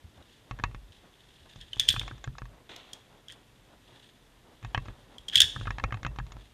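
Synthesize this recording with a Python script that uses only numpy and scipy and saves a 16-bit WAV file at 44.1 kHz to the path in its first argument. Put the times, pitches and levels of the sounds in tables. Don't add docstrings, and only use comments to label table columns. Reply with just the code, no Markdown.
import sys
import numpy as np
from scipy import signal
from scipy.fft import rfft, irfft
from scipy.io import wavfile
from scipy.ndimage import uniform_filter1d

SR = 44100
rng = np.random.default_rng(int(sys.argv[2]) if len(sys.argv) > 2 else 0)


def magnitude_from_level(level_db):
    exponent = np.asarray(level_db, float) / 20
    return 10 ** exponent


def unload_wav(signal):
    wavfile.write(
        sys.argv[1],
        SR,
        np.round(np.clip(np.atleast_2d(signal).T, -1, 1) * 32767).astype(np.int16),
    )


N = 288237
T = np.arange(N) / SR


def unit(x):
    return x / np.sqrt(np.mean(x ** 2))


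def band(x, hz, width):
    return signal.lfilter(*signal.iirpeak(hz, hz / width, SR), x)


def colour(x, peaks):
    total = 0
    for hz, width, db in peaks:
        once = band(x, hz, width)
        twice = band(once, hz, width)
        total = total + magnitude_from_level(db) * band(twice, hz, width)
    return total


def ring(x, modes):
    total = 0
    for hz, db, t60 in modes:
        pole = np.exp(2j * np.pi * hz / SR - np.log(1000) / (t60 * SR))
        total = total + magnitude_from_level(db) * signal.lfilter([1], [1, -pole], x).imag
    return total


def add(out, s, x, db):
    i = int(s * SR)
    out[i:i + len(x)] += (x * magnitude_from_level(db) / np.abs(x).max())[:N - i]


def walk(rate):
    hold = int(SR / rate)
    levels = np.repeat(rng.standard_normal(N // hold + 1), hold)
    return uniform_filter1d(levels, hold)[:N]


def swell(s, db, rise_s, fall_s):
    return magnitude_from_level(db - 20 * np.maximum((s - T) / rise_s, (T - s) / fall_s))


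# frequency in Hz, density in dB per Hz.
HISS = [(15, -28.5), (25, 9.5), (55, -5.5), (249, -4.5), (624, -11), (988, -12.5), (1230, -16), (1940, -15),
        (2410, -18), (3340, -20), (4490, -23), (13600, -30.5), (16000, -60)]


def hiss():
    hz, db = np.transpose(HISS)
    f = np.fft.rfftfreq(N, 1 / SR) + 1
    shape = magnitude_from_level(np.interp(np.log(f), np.log(hz), db))
    return magnitude_from_level(-61) * unit(irfft(rfft(rng.standard_normal(N)) * shape, N))


# time in seconds, sway in dB, boom in dB.
SHOVES = [(.05, -72, -58), (.53, -40, -41), (0.648, -39, -35.5), (.76, -46.5, -62), (1.58, -42.5, -48),
          (1.8, -45, -45), (1.979, -33, -36.5), (2.11, -50, -41), (2.279, -40, -34.5), (2.42, -50.5, -44),
          (4.642, -42, -40.5), (4.769, -35, -33.5), (4.89, -57, -42.5), (5.2, -51, -67.5),
          (5.37, -54, -38.5), (5.43, -47, -46.5), (5.572, -36, -31.5), (5.68, -37, -38), (5.84, -33, -32.5),
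          (5.941, -43, -35.5), (6.06, -31.5, -31.5), (6.209, -36.5, -39.5), (6.36, -54, -47.5)]
# time in seconds, level in dB.
REST_ROCKS = [
    (0.049, -43.5),
    (.19, -49.5),
    (.9, -51),
    (1.42, -54),
    (1.9, -34),
    (5.2, -57),
    (5.37, -40),
    (5.44, -40),
]
# frequency in Hz, width in Hz.
BOARD_BANDS = [(47, 26), (115, 40)]


def bench():
    rise_s, sway_fall_s, boom_fall_s, rest_fall_s = 0.017, 0.16, 0.083, 0.043
    sway = magnitude_from_level(-65) + sum(swell(s, db, rise_s, sway_fall_s) for s, db, _ in SHOVES)
    boom = magnitude_from_level(-68.5) + sum(swell(s, db, rise_s, boom_fall_s) for s, _, db in SHOVES)
    rock = sum(swell(s, db, rise_s, rest_fall_s) for s, db in REST_ROCKS)
    rumbles = []
    for hz, width in BOARD_BANDS + [(84, 40)]:
        rumbles.append(unit(band(band(rng.standard_normal(N), hz, width), hz, width)))
    low, high, rest = rumbles
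    return magnitude_from_level(-4) * sway * low + magnitude_from_level(-0.5) * boom * high + rock * rest


# time in seconds, half length in seconds.
GUSTS = [(0.196, 0.033), (0.597, 0.15), (1.063, .039), (1.468, 0.014), (1.978, 0.24), (2.554, 0.064),
         (2.95, 0.064), (3.144, 0.058), (3.372, 0.051), (3.717, 0.049), (3.94, 0.058), (4.501, 0.061),
         (4.85, 0.21), (5.134, 0.056), (5.37, 0.15), (5.592, 0.27), (5.996, 0.25), (6.353, 0.09)]


def wind():
    gust = sum(magnitude_from_level(-59.5) * np.exp(-((T - s) / half) ** 4) for s, half in GUSTS)
    flutter = magnitude_from_level(3 * walk(90))
    puffs = colour(rng.standard_normal(N), [(277.8, 1200, 7.0), (726, 1400, -13.5)])
    return gust * unit(puffs * flutter)


# frequency in Hz, width in Hz, level in dB.
PORT = [(1750, 490, -1.5), (2480, 560, -18.5), (2936, 970, 6), (3357, 1230, 12.5), (4500, 3600, -30.5)]
# frequency in Hz, width in Hz, level in dB.
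TREBLE = [(5300, 1500, 1), (6800, 2200, 0), (8600, 2600, -3), (10500, 2600, -10), (12300, 2600, -12),
          (14000, 2200, -17)]
# time in seconds, level in dB, rise and fall in seconds.
RUBS = [(.33, -59.5, 0.21, 0.15), (0.922, -57.5, 0.0049, 0.099), (1.1, -89, 0.22, 0.19),
        (1.55, -56.5, 0.62, 0.37), (1.92, -41.5, 0.16, 0.21), (3.335, -55, 0.055, .012),
        (4.05, -59.5, 0.32, 0.15), (4.47, -82, 0.11, .1), (4.85, -65.5, 0.53, 0.52),
        (5.6, -48.5, 0.32, 0.19), (6.4, -59, 0.025, 0.18)]


def rub():
    pressure = magnitude_from_level(-68.5) + sum(swell(*row) for row in RUBS)
    grit = rng.standard_normal(N) * magnitude_from_level(3.5 * walk(170))
    bright = colour(grit, TREBLE[:3] + [(1750, 490, 4.3)])
    return magnitude_from_level(-3.5) * pressure * unit(colour(grit, PORT) + magnitude_from_level(-2.5) * bright)


def strike(blow, modes, crack):
    chance = rng.standard_normal((len(modes), 2)) * [.015, 3]
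    struck = [(hz * (1 + a), db + b, t60) for (hz, db, t60), (a, b) in zip(modes, chance)]
    return crack * blow + ring(blow, struck)


# time in seconds, peak in dB, tick in dB, bench thump in dB.
HARD_STOP = [(0.511, -23.5, -14.5, 7), (0.589, -30, -13, -1), (0.638, -10, -16.5, -0.5),
             (0.713, -41.5, -24, 10), (0.747, -30, -16, 9.5), (1.56, -46, 2, 18), (1.768, -39.5, -9, 15),
             (2.079, -24, -9, -23), (2.18, -46, -2.5, 13), (2.241, -27, -3.5, -25),
             (2.383, -26.5, -5.5, -12), (2.455, -36, -13, -25.5), (4.628, -38, -10, 9),
             (4.648, -25, -16, 1), (4.7467, -10, -36, -6), (4.777, -18.5, -34, 6), (4.857, -38.5, -8, 11),
             (4.884, -31.5, -18, 9.5), (5.706, -17, -15, 0.5), (5.784, -21, -33, 1), (5.839, -13, -16, 4),
             (5.943, -22.5, -18, -1.5), (6.031, -26.5, -8, 2), (6.065, -16.5, -16.5, -1),
             (6.161, -35, -11.5, 6.5), (6.187, -21.5, -22, 5.5), (6.266, -42.5, -1.5, 0),
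             (6.32, -34, -1.5, 3)]
# time in seconds, peak in dB, mid knock in dB, bench thump in dB.
SOFT_STOP = [(0.598, -25.5, -15, 7), (1.941, -27.5, -23, 10.5), (1.963, -16.5, -8.5, -27),
             (2.014, -25.5, -3, 2.5), (2.033, -34.5, -6, 7.5), (2.112, -28, -30, 7.5),
             (2.276, -29.5, -23, 10.5), (2.352, -36, -18, -15), (2.419, -26.5, -15, 6.5),
             (4.637, -38.5, -2.5, -9), (4.861, -38, -7, 11), (5.562, -19.5, -20.5, -3),
             (5.612, -27, -19, 9.5), (5.655, -28.5, -7, -1), (5.6716, -19.5, -11, 4),
             (5.677, -19, -29, -21), (5.798, -22, -8, -11), (5.907, -29.5, -8, -15), (5.924, -16.5, -9, 2),
             (5.972, -36, -7, 10), (6.049, -16, -8, 2), (6.199, -23.5, -25.5, -22), (6.308, -41, -11, -19),
             (6.368, -38, -25, 14)]
# frequency in Hz, level in dB, 60 dB decay in seconds.
CASE_LOW = [(521, 2, 0.068), (776, 14.5, 0.012), (971, 1, 0.033), (1120, -2.5, 0.031), (1274, 10.5, 0.01),
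            (1375, -15.5, 0.0081), (1675, 12.5, 0.012)]
# frequency in Hz, level in dB, 60 dB decay in seconds.
CASE_MID = [(2158, 7, 0.029), (2518, 14, 0.015), (3160, 8, 0.0088), (3435, -0.5, 0.0019), (4460, 1, 0.005)]
# frequency in Hz, level in dB, 60 dB decay in seconds.
CASE_TICK = [(5500, -4, .005), (6200, -5, .005), (6850, 0, .007)]
# frequency in Hz, level in dB, 60 dB decay in seconds.
CASE_RING = [(1120, 6, .045), (1870, -5, .12), (2150, -15, .04), (2680, -5, .13)]
# frequency in Hz, level in dB, 60 dB decay in seconds.
BENCH_MODES = [(47.8, 4.5, 0.36), (118.3, 8.5, 0.07), (200, -1, 0.059), (315, 7, 0.019)]


def rattle():
    out, t = np.zeros(N), T[:6000]
    hard = [(s, db, -6.5, tick_db, thump_db, 1278, 1) for s, db, tick_db, thump_db in HARD_STOP]
    soft = [(s, db, mid_db, -32, thump_db, 2050 + 24.5 * db, -1) for s, db, mid_db, thump_db in SOFT_STOP]
    for s, db, mid_db, tick_db, thump_db, knock_hz, side in hard + soft:
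        press = np.exp(-t / 0.003) + 0.1 * np.exp(-t / .012) - 1.08 * np.exp(-t / 0.000053)
        blow = rng.standard_normal(len(t)) * press
        blow[3] += side * 7.74
        low = strike(blow, CASE_LOW, 43.0)
        mid = strike(blow, CASE_MID, 45.0)
        tick = strike(blow, CASE_TICK, 6.4)
        add(out, s, colour(low, [(knock_hz, 1900, 0), (600, 1200, -17)]), db - 6.5)
        add(out, s, colour(mid, [(2620, 4670, 0)]), db + mid_db - 4.0)
        add(out, s, colour(tick, [(5870, 6600, 0)]), db + tick_db - 4.5)
        add(out, s, colour(blow, PORT[1:]), db + tick_db - 4)
        shove = side * (np.exp(-t / 0.0008) - np.exp(-t / 0.000057))
        if side > 0:
            add(out, s, ring(np.diff(shove), CASE_RING), db - 18)
        add(out, s, shove + 0.0047 * ring(shove, BENCH_MODES), db + thump_db - 10.0)
    return signal.sosfilt(signal.butter(8, 7300, fs=SR, output="sos"), out)


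# start in seconds, length in seconds, first and last level in dB.
CHATTER = [
    (1.604, 0.034, -48, -51),
    (1.81, 0.053, -30, -49),
    (1.908, 0.062, -32, -57),
    (1.998, .06, -51, -63),
    (2.94, .02, -55.5, -67),
    (3.289, 0.048, -38.5, -49.5),
    (5.323, .03, -33, -27),
    (5.383, 0.015, -33, -32),
    (5.425, 0.02, -25, -26.5),
]


def chatter(count=8):
    rows = []
    for start, length, first_db, last_db in CHATTER:
        for k, (late, loud, bright) in enumerate(rng.uniform(-1.1, 1, (count, 3))):
            u = (k + .5 + 0.43 * late) / count
            peak_db = first_db + u * (last_db - first_db) + 4 * loud
            rows.append((start + u * length, peak_db, -18 + 4 * bright, 2.9, -13))
    return rows


# time in seconds, peak in dB, treble in dB, burst in ms.
OPENING = [(0.9213, -46, -17, 2.3), (1.1396, -50, -26, 1.5), (1.6125, -38, -11, 2.2),
           (1.7314, -25.5, -24, 4.5), (1.7593, -38.5, -13, 2.1), (1.773, -41, -13.5, 2.1),
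           (1.783, -39.5, -18.5, 2.1), (1.7965, -11, -11, 3.5), (1.8015, -18, -20, 3.5),
           (1.8128, -29, -21, 1.5), (1.880, -33, -14, 3.), (1.8837, -26.5, -6.5, 2.2),
           (1.8872, -4.5, -14.5, 3.8), (1.8921, -23, -1.5, 3.), (1.8963, -18, -16, 1.5),
           (1.9032, -13.5, -22, 2.8), (1.9088, -17, -22.5, 2.6), (1.995, -19, -18, 3.),
           (2.7628, -37, -5, 1.43), (2.9315, -33, -5.5, 4.8), (3.2836, -35.5, -13, 2.3),
           (3.3224, -45, 0, 1.8)]
# time in seconds, peak in dB, treble in dB, burst in ms.
CLOSING = [(5.1827, -35, -14, 2.4), (5.2823, -26.5, -13.5, 7), (5.298, -27, -21, 1.6),
           (5.315, -41.5, -19.5, 5.), (5.3557, -3.5, -17.5, 4.2), (5.3608, -17.5, -16.5, 3.1),
           (5.3702, -12.5, -15.5, 3.6), (5.3767, -11, -19, 4.8), (5.3834, -14.5, -21, 3.3),
           (5.4032, -1, -13.5, 2.4), (5.4055, -4.5, -8.5, 1.5), (5.4088, -13.5, -17.5, 1.6),
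           (5.4119, -22, -15.5, 1.3), (5.4167, -4, -13, 3.1), (5.4207, -7, -14.5, 2),
           (5.431, -26, -11.5, 3.5)]
# frequency in Hz, level in dB, 60 dB decay in seconds.
BOLT = [(1730, -3.5, .2), (3110, -6, .1), (3144, -25, 0.15), (3370, -14.5, 0.053), (3530, 6.5, 0.048),
        (3585, -20.5, 0.069), (4150, -12, 0.09), (5120, -17.5, .25), (5530, -11, 0.28), (6620, -6, 0.31),
        (7756, -21.5, .2)]


def steel():
    out, t = np.zeros(N), T[:1500]
    events = [(*row, -26) for row in OPENING + CLOSING] + chatter()
    contact = rng.standard_normal((len(events), len(t)))
    for (s, db, treble_db, ms, low_db), noise in zip(events, contact):
        u = t * 1000 / ms
        press = (1 - np.exp(-u / 0.51)) * (np.exp(-1.2 * u ** 3) + 0.12 * np.exp(-u / 2.9))
        squeal = 0.6 * np.sin(2 * np.pi * (3300 + 170 * noise[0]) * t)
        start = s - .0008
        add(out, start, colour((noise + squeal) * press, PORT[1:]), db)
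        add(out, start, colour(noise * press, PORT[:1]), db + low_db + 3.5)
        add(out, start, colour(noise * press, TREBLE), db + treble_db + 6.0)
    return out + magnitude_from_level(-54.5) * ring(out, BOLT)


def roof(x):
    t = T[:int(.6 * SR)]
    noise = rng.standard_normal(len(t)) * np.minimum(t / 0.004, 1) * magnitude_from_level(-60 * t / 0.45)
    dull = signal.lfilter(*signal.butter(1, 5000, fs=SR), noise)
    tail = dull + (noise - dull) * magnitude_from_level(-90 * t)
    return signal.fftconvolve(x, tail / np.sqrt(np.sum(tail ** 2)))[:N] * magnitude_from_level(-14.5)


# time in seconds, peak in dB.
BRASS_HITS = [
    (1.905, -49),
    (1.925, -52),
    (1.995, -63),
    (2.762, -81),
    (2.934, -85),
]
# frequency in Hz, level in dB, 60 dB decay in seconds.
BRASS = [(8750, 2, .14), (8790, -2, .11), (11620, 0, .14), (11655, -3, .12), (13550, -1, .1),
         (13600, -5, .09)]


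def brass():
    blows = np.zeros(N)
    for s, db in BRASS_HITS:
        blows[int(s * SR)] = magnitude_from_level(db)
    return ring(blows, BRASS)


def far_shot():
    start_s, t60_s = 2.692, 1.1
    t = np.maximum(T - start_s, 0)
    fade = (t > 0) * magnitude_from_level(-60 * t / t60_s + 1.5 * walk(40) + 2.2 * walk(220))
    roll = rng.standard_normal(N) * fade
    body = colour(roll, [(514, 1800, 9.5), (1350, 1700, -4.0), (5000, 3900, -3)])
    return magnitude_from_level(-46) * (colour(roll, PORT) + magnitude_from_level(-1) * body)


def scene():
    background = hiss() + bench() + wind() + rub()
    knocks = rattle()
    air = steel() + brass()
    return (background + knocks + air + roof(air) + far_shot())[None]


def band_limit(x):
    return signal.sosfilt(signal.butter(12, 16500, fs=SR, output="sos"), x)


def record(dry):
    x = signal.sosfilt(signal.butter(3, 34, "high", fs=SR, output="sos"), dry)
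    x = np.tanh(x / 1.05) * 1.05
    x = signal.sosfilt(signal.ellip(6, .3, 60, 15600, fs=SR, output="sos"), x)
    return band_limit(x)


dry = scene()
out = record(dry)
unload_wav(out)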